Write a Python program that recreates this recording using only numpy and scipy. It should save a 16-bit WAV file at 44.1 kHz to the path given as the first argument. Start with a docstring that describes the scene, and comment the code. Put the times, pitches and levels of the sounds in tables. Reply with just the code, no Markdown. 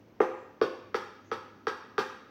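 """A large knife chops through lasagna six times and knocks on the bottom of a glass baking dish.
Each knock is a dull thud that shakes the metal tray and the counter below, a short ring of the glass,
a tick of the blade and a wet crackle of food. Twice the blade hisses faintly through the crust.
Counter and cabinets throw the knocks back, the kitchen rings on, and an appliance hums faintly."""
import sys
import numpy as np
from scipy import signal
from scipy.fft import rfft, irfft
from scipy.io import wavfile

SR = 44100
rng = np.random.default_rng(int(sys.argv[2]) if len(sys.argv) > 2 else 0)


def wav_out(sig):
    """Save sig, one row per channel (or a flat mono array), as 16-bit PCM at SR to the path in sys.argv[1]."""
    wavfile.write(sys.argv[1], SR, np.round(np.clip(np.atleast_2d(sig).T, -1, 1) * 32767).astype(np.int16))


N = 101430
TIME = np.arange(N) / SR   # seconds into the scene
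AGE = TIME[:SR]   # seconds since a knock, up to one

# The knife meets the dish: start_s, thud_db, counter_db, glass_low_db, glass_mid_db, glass_high_db,
# tick_db, crackle_db, tick_cutoff_hz, glass_pitch_ratio, thud_hz, thud_rise_s, glass_rise_s
CHOPS = [ (0.203, -9, -34.5, -16, -19, -23, -30, -47, 2820, 0.96, 429, 0.0052, 0.00078),
         (0.6140, -11, -35, -26, -22, -22.5, -31.5, -46, 5560, 0.89, 438.7, 0.005, 0.00048),
         (0.9440, -20, -40, -27, -20.5, -26, -32.5, -46.5, 5860, 1.017, 455, 0.0065, 0.00038),
         (1.3152, -24.5, -43.5, -29, -23, -29, -36.5, -51, 6300, 1.01, 454, 0.006, 0.00068),
         (1.6692, -21.5, -40.5, -25.5, -18.5, -22, -32.5, -46, 6440, 0.992, 445, 0.0067, .0012),
         (1.9800, -19.5, -38.5, -24, -18.5, -19, -30, -41.5, 6730, 0.98, 420, 0.0081, 0.001), ]
# Tones of the food-damped glass (a fade is the time to drop 60 dB): base_pitch_hz, relative_db, fade_s
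GLASS_TONES = [(792.7, -1.5, 0.038), (892, -6.5, 0.037), (1027, -9.5, 0.058), (1112, -9, 0.023),
               (1265.4, 3, 0.023), (1459, -8.5, 0.034), (1642, -3.5, 0.031), (1974, -5.5, 0.016)]
# The tray rings on after each thud: pitch_hz, relative_db, fade_s
TRAY_TONES = [(338.3, -22, 0.41), (364, -29.5, 0.51), (517, -20.5, 0.48), (583.6, -19.5, 0.05)]
# The counter gives under the blow: pitch_hz, relative_db, fade_s
COUNTER_TONES = [(120, -7.5, 0.066), (204, -0.5, 0.076), (242, -4, 0.16), (301, 2.5, 0.1),
                 (349, 2.5, 0.085)]
# Tones of the blade, choked by the food: pitch_hz, relative_db
BLADE_TONES = [(2080, -2), (2450, -3), (2720, -4), (3260, -4.5), (3700, -6.5), (4580, -6.5), (5000, -13),
               (5500, -10.5), (6000, -15)]
# Tone colour of pasta and crust parting: frequency_hz, relative_db
CRACKLE_COLOUR = [(300, -32.5), (1500, 9), (3000, -3), (6100, -5.5), (7300, -15), (10000, -21),
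                  (15000, -19)]
# The blade slides through the crust: peak_time_s, width_s, level_db, pitch_hz
CRUST_SLIDES = [(.38, 0.077, -82, 7200), (1.283, .03, -74, 6300)]
# First echoes; the cabinets return treble that the dish's wall blocks: delay_s, gain, low_cut_hz
FIRST_ECHOES = [(.0066, 0.27, 4000), (0.0128, 0.67, 2900), (0.0137, .3, 300), (.0225, .15, 100),
                (0.0352, 0.076, 100)]
# Sound scattered around the kitchen: frequency_hz, early_db, late_db, late_fade_s, arrival_s
KITCHEN_SCATTER = [(100, 2, -1.5, 0.36, 0.0027), (453, -10, -12.5, 0.63, 0.0048),
                   (915, 2.5, 1, 0.67, 0.018), (1300, 1, -4, 0.83, 0.0036), (2560, 1.5, 1.5, 0.83, 0.0068),
                   (4770, 9.5, 3, 0.77, 0.0043), (8100, -4, 3.5, 0.57, 0.0054),
                   (15000, -17.5, 2.5, 0.45, .005)]
# Tone colour of the room's steady air noise: frequency_hz, relative_db
AIR_COLOUR = [(25, -32), (60, -19), (100, -6.5), (150, -14), (220, -4.5), (400, -8.5), (700, -18),
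              (1200, -23.5), (2300, -29), (4000, -37.5), (6200, -38), (7500, -52.5), (10500, -56.5),
              (15000, -43.5)]

GLASS_RANGES_HZ = (850, 1250, 1650)   # low, middle, high
SHAKE_RISE_S = 0.0043   # tray and counter take a moment to move


def knocks():
    """Each chop lands on a new spot and reaches the room differently; food cushions the contact."""
    out = np.zeros(N + SR)
    counter = ring(COUNTER_TONES) * rise(SHAKE_RISE_S)
    for (start_s, thud_db, counter_db, low_db, mid_db, high_db, tick_db, crackle_db,
         tick_cutoff_hz, pitch_ratio, thud_hz, thud_rise_s, glass_rise_s) in CHOPS:
        knock = from_db(thud_db) * thud(thud_hz, thud_rise_s)
        knock += glass((low_db, mid_db, high_db), pitch_ratio) * rise(glass_rise_s)
        knock += from_db(tick_db) * tick(tick_cutoff_hz)
        knock += from_db(crackle_db) * crackle()
        knock += from_db(counter_db) * counter
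        start = int(start_s * SR)
        out[start:start + SR] += signal.fftconvolve(knock, kitchen())[:SR]
    return out[:N]


def thud(pitch_hz, rise_s):
    """The full dish bounces a few times and shakes the tray."""
    progress = AGE / rise_s
    swell = (progress * np.exp(1 - progress)) ** 4.72   # a higher power makes it shorter
    tray = ring(TRAY_TONES) * rise(SHAKE_RISE_S)
    return swell * np.sin(2 * np.pi * pitch_hz * AGE) + tray


def glass(range_db, pitch_ratio):
    """The spot that is struck decides how strongly the low, middle and high tones ring."""
    tones = [(hz, db + np.interp(hz, GLASS_RANGES_HZ, range_db), fade_s)
             for hz, db, fade_s in GLASS_TONES]
    return ring(tones, pitch_ratio)


def tick(cutoff_hz, fade_s=0.012):
    """Steel on glass: a click and the blade's brief ring, dulled by the food in between."""
    blade = ring([(hz, db, fade_s) for hz, db in BLADE_TONES])
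    contact = from_db(-8) * click(low_cut_hz=1400)
    muffle = signal.butter(8, cutoff_hz, fs=SR, output="sos")
    return signal.sosfilt(muffle, blade + contact + 1e-18)


def crackle(fade_s=0.12, size_spread_db=9):
    """Pasta and crust part under the edge in a short, dying spray of tiny wet clicks."""
    grains = rng.standard_normal(SR) * from_db(size_spread_db * rng.standard_normal(SR))
    colour = from_db(at_hz(CRACKLE_COLOUR, np.fft.rfftfreq(SR, 1 / SR)))
    spray = unit_level(irfft(rfft(grains) * colour, SR))
    return spray * from_db(-60 * AGE / fade_s) * rise(seconds=0.001)


def slides(width_hz=500):
    """A faint, narrow hiss swells and fades as the blade moves through the crust."""
    out = np.zeros(N)
    for peak_s, width_s, level_db, pitch_hz in CRUST_SLIDES:
        swell = np.exp(-.5 * ((TIME - peak_s) / width_s) ** 2)
        hiss = noise(lambda hz: np.exp(-.5 * ((hz - pitch_hz) / width_hz) ** 2))
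        out += from_db(level_db) * swell * hiss
    return out


def kitchen(early_fade_s=0.18, build_s=0.001):
    """The room's answer to a click: a few echoes, a quick scatter off the cabinets and a long tail."""
    band_edges = np.r_[0, np.geomspace(200, 12800, 13), SR]
    white, freq = rfft(rng.standard_normal(SR)), np.fft.rfftfreq(SR, 1 / SR)
    out = np.zeros(SR)
    for low, high in zip(band_edges, band_edges[1:]):
        hz = np.clip(np.sqrt(low * high), 100, 15000)
        early_db, late_db, late_fade_s, arrival_s = (at_hz(KITCHEN_SCATTER, hz, k) for k in (1, 2, 3, 4))
        power = 0
        for db, fade_s in ((early_db, early_fade_s), (late_db, late_fade_s)):
            rate = 2 * np.log(1000) / fade_s
            power += from_db(db) ** 2 * rate / SR * np.exp(-rate * AGE)
        build = 1 - np.exp(-np.maximum(AGE - arrival_s, 0) / build_s)
        band = irfft(white * (freq >= low) * (freq < high), SR)
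        out += band * np.sqrt(power) * build
    out[0] += 1   # the direct sound
    for delay_s, gain, low_cut_hz in FIRST_ECHOES:
        out += gain * click(low_cut_hz, delay_s)
    return out


def background(air_db=-57.5, hum_db=-70, hum_hz=99.8, hum_width_hz=3):
    """Steady air noise and the wavering hum of an appliance."""
    air = noise(lambda hz: from_db(at_hz(AIR_COLOUR, hz)))
    hum = noise(lambda hz: 1 / (1 + ((hz - hum_hz) / hum_width_hz) ** 2))
    return from_db(air_db) * air + from_db(hum_db) * hum


def ring(tones, pitch_ratio=1):
    """A struck object rings as fading sine waves, every second one flipped upside down."""
    return sum((-1) ** k * from_db(db - 60 * AGE / fade_s) * np.sin(2 * np.pi * hz * pitch_ratio * AGE)
               for k, (hz, db, fade_s) in enumerate(tones))


def rise(seconds):
    """A soft start, climbing from 0 towards 1."""
    return 1 - np.exp(-AGE / seconds)


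def click(low_cut_hz, delay_s=0):
    """A single click without its bass."""
    pulse = (np.arange(SR) == int(delay_s * SR)) + 1e-18
    return signal.sosfilt(signal.butter(1, low_cut_hz, "high", fs=SR, output="sos"), pulse)


def noise(gain_at_hz):
    """Noise with a chosen tone colour and an average level of 1."""
    colour = gain_at_hz(np.fft.rfftfreq(N, 1 / SR))
    return unit_level(irfft(rfft(rng.standard_normal(N)) * colour, N))


def at_hz(rows, hz, column=1):
    """Read a table at any frequency, gliding between its rows on a musical (log) scale."""
    table = np.array(rows)
    return np.interp(np.log(np.maximum(hz, 1)), np.log(table[:, 0]), table[:, column])


def unit_level(sound):
    """Scale a sound to an average (rms) level of 1."""
    return sound / np.sqrt(np.mean(sound ** 2) + 1e-20)


def from_db(db):
    """Turn decibels into a number to multiply by."""
    return 10 ** (np.asarray(db) / 20)


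def scene():
    """Knocks and blade hiss over the quiet background, in one channel."""
    return (knocks() + slides() + background())[None]


def record(dry, low_cut_hz=45, high_cut_hz=16250):
    """The microphone loses the deep bass; the highest treble is cut steeply."""
    thin = signal.sosfilt(signal.butter(2, low_cut_hz, "high", fs=SR, output="sos"), dry)
    return signal.fftconvolve(thin, signal.firwin(301, high_cut_hz, fs=SR)[None], "same")


dry = scene()
out = record(dry)
wav_out(out)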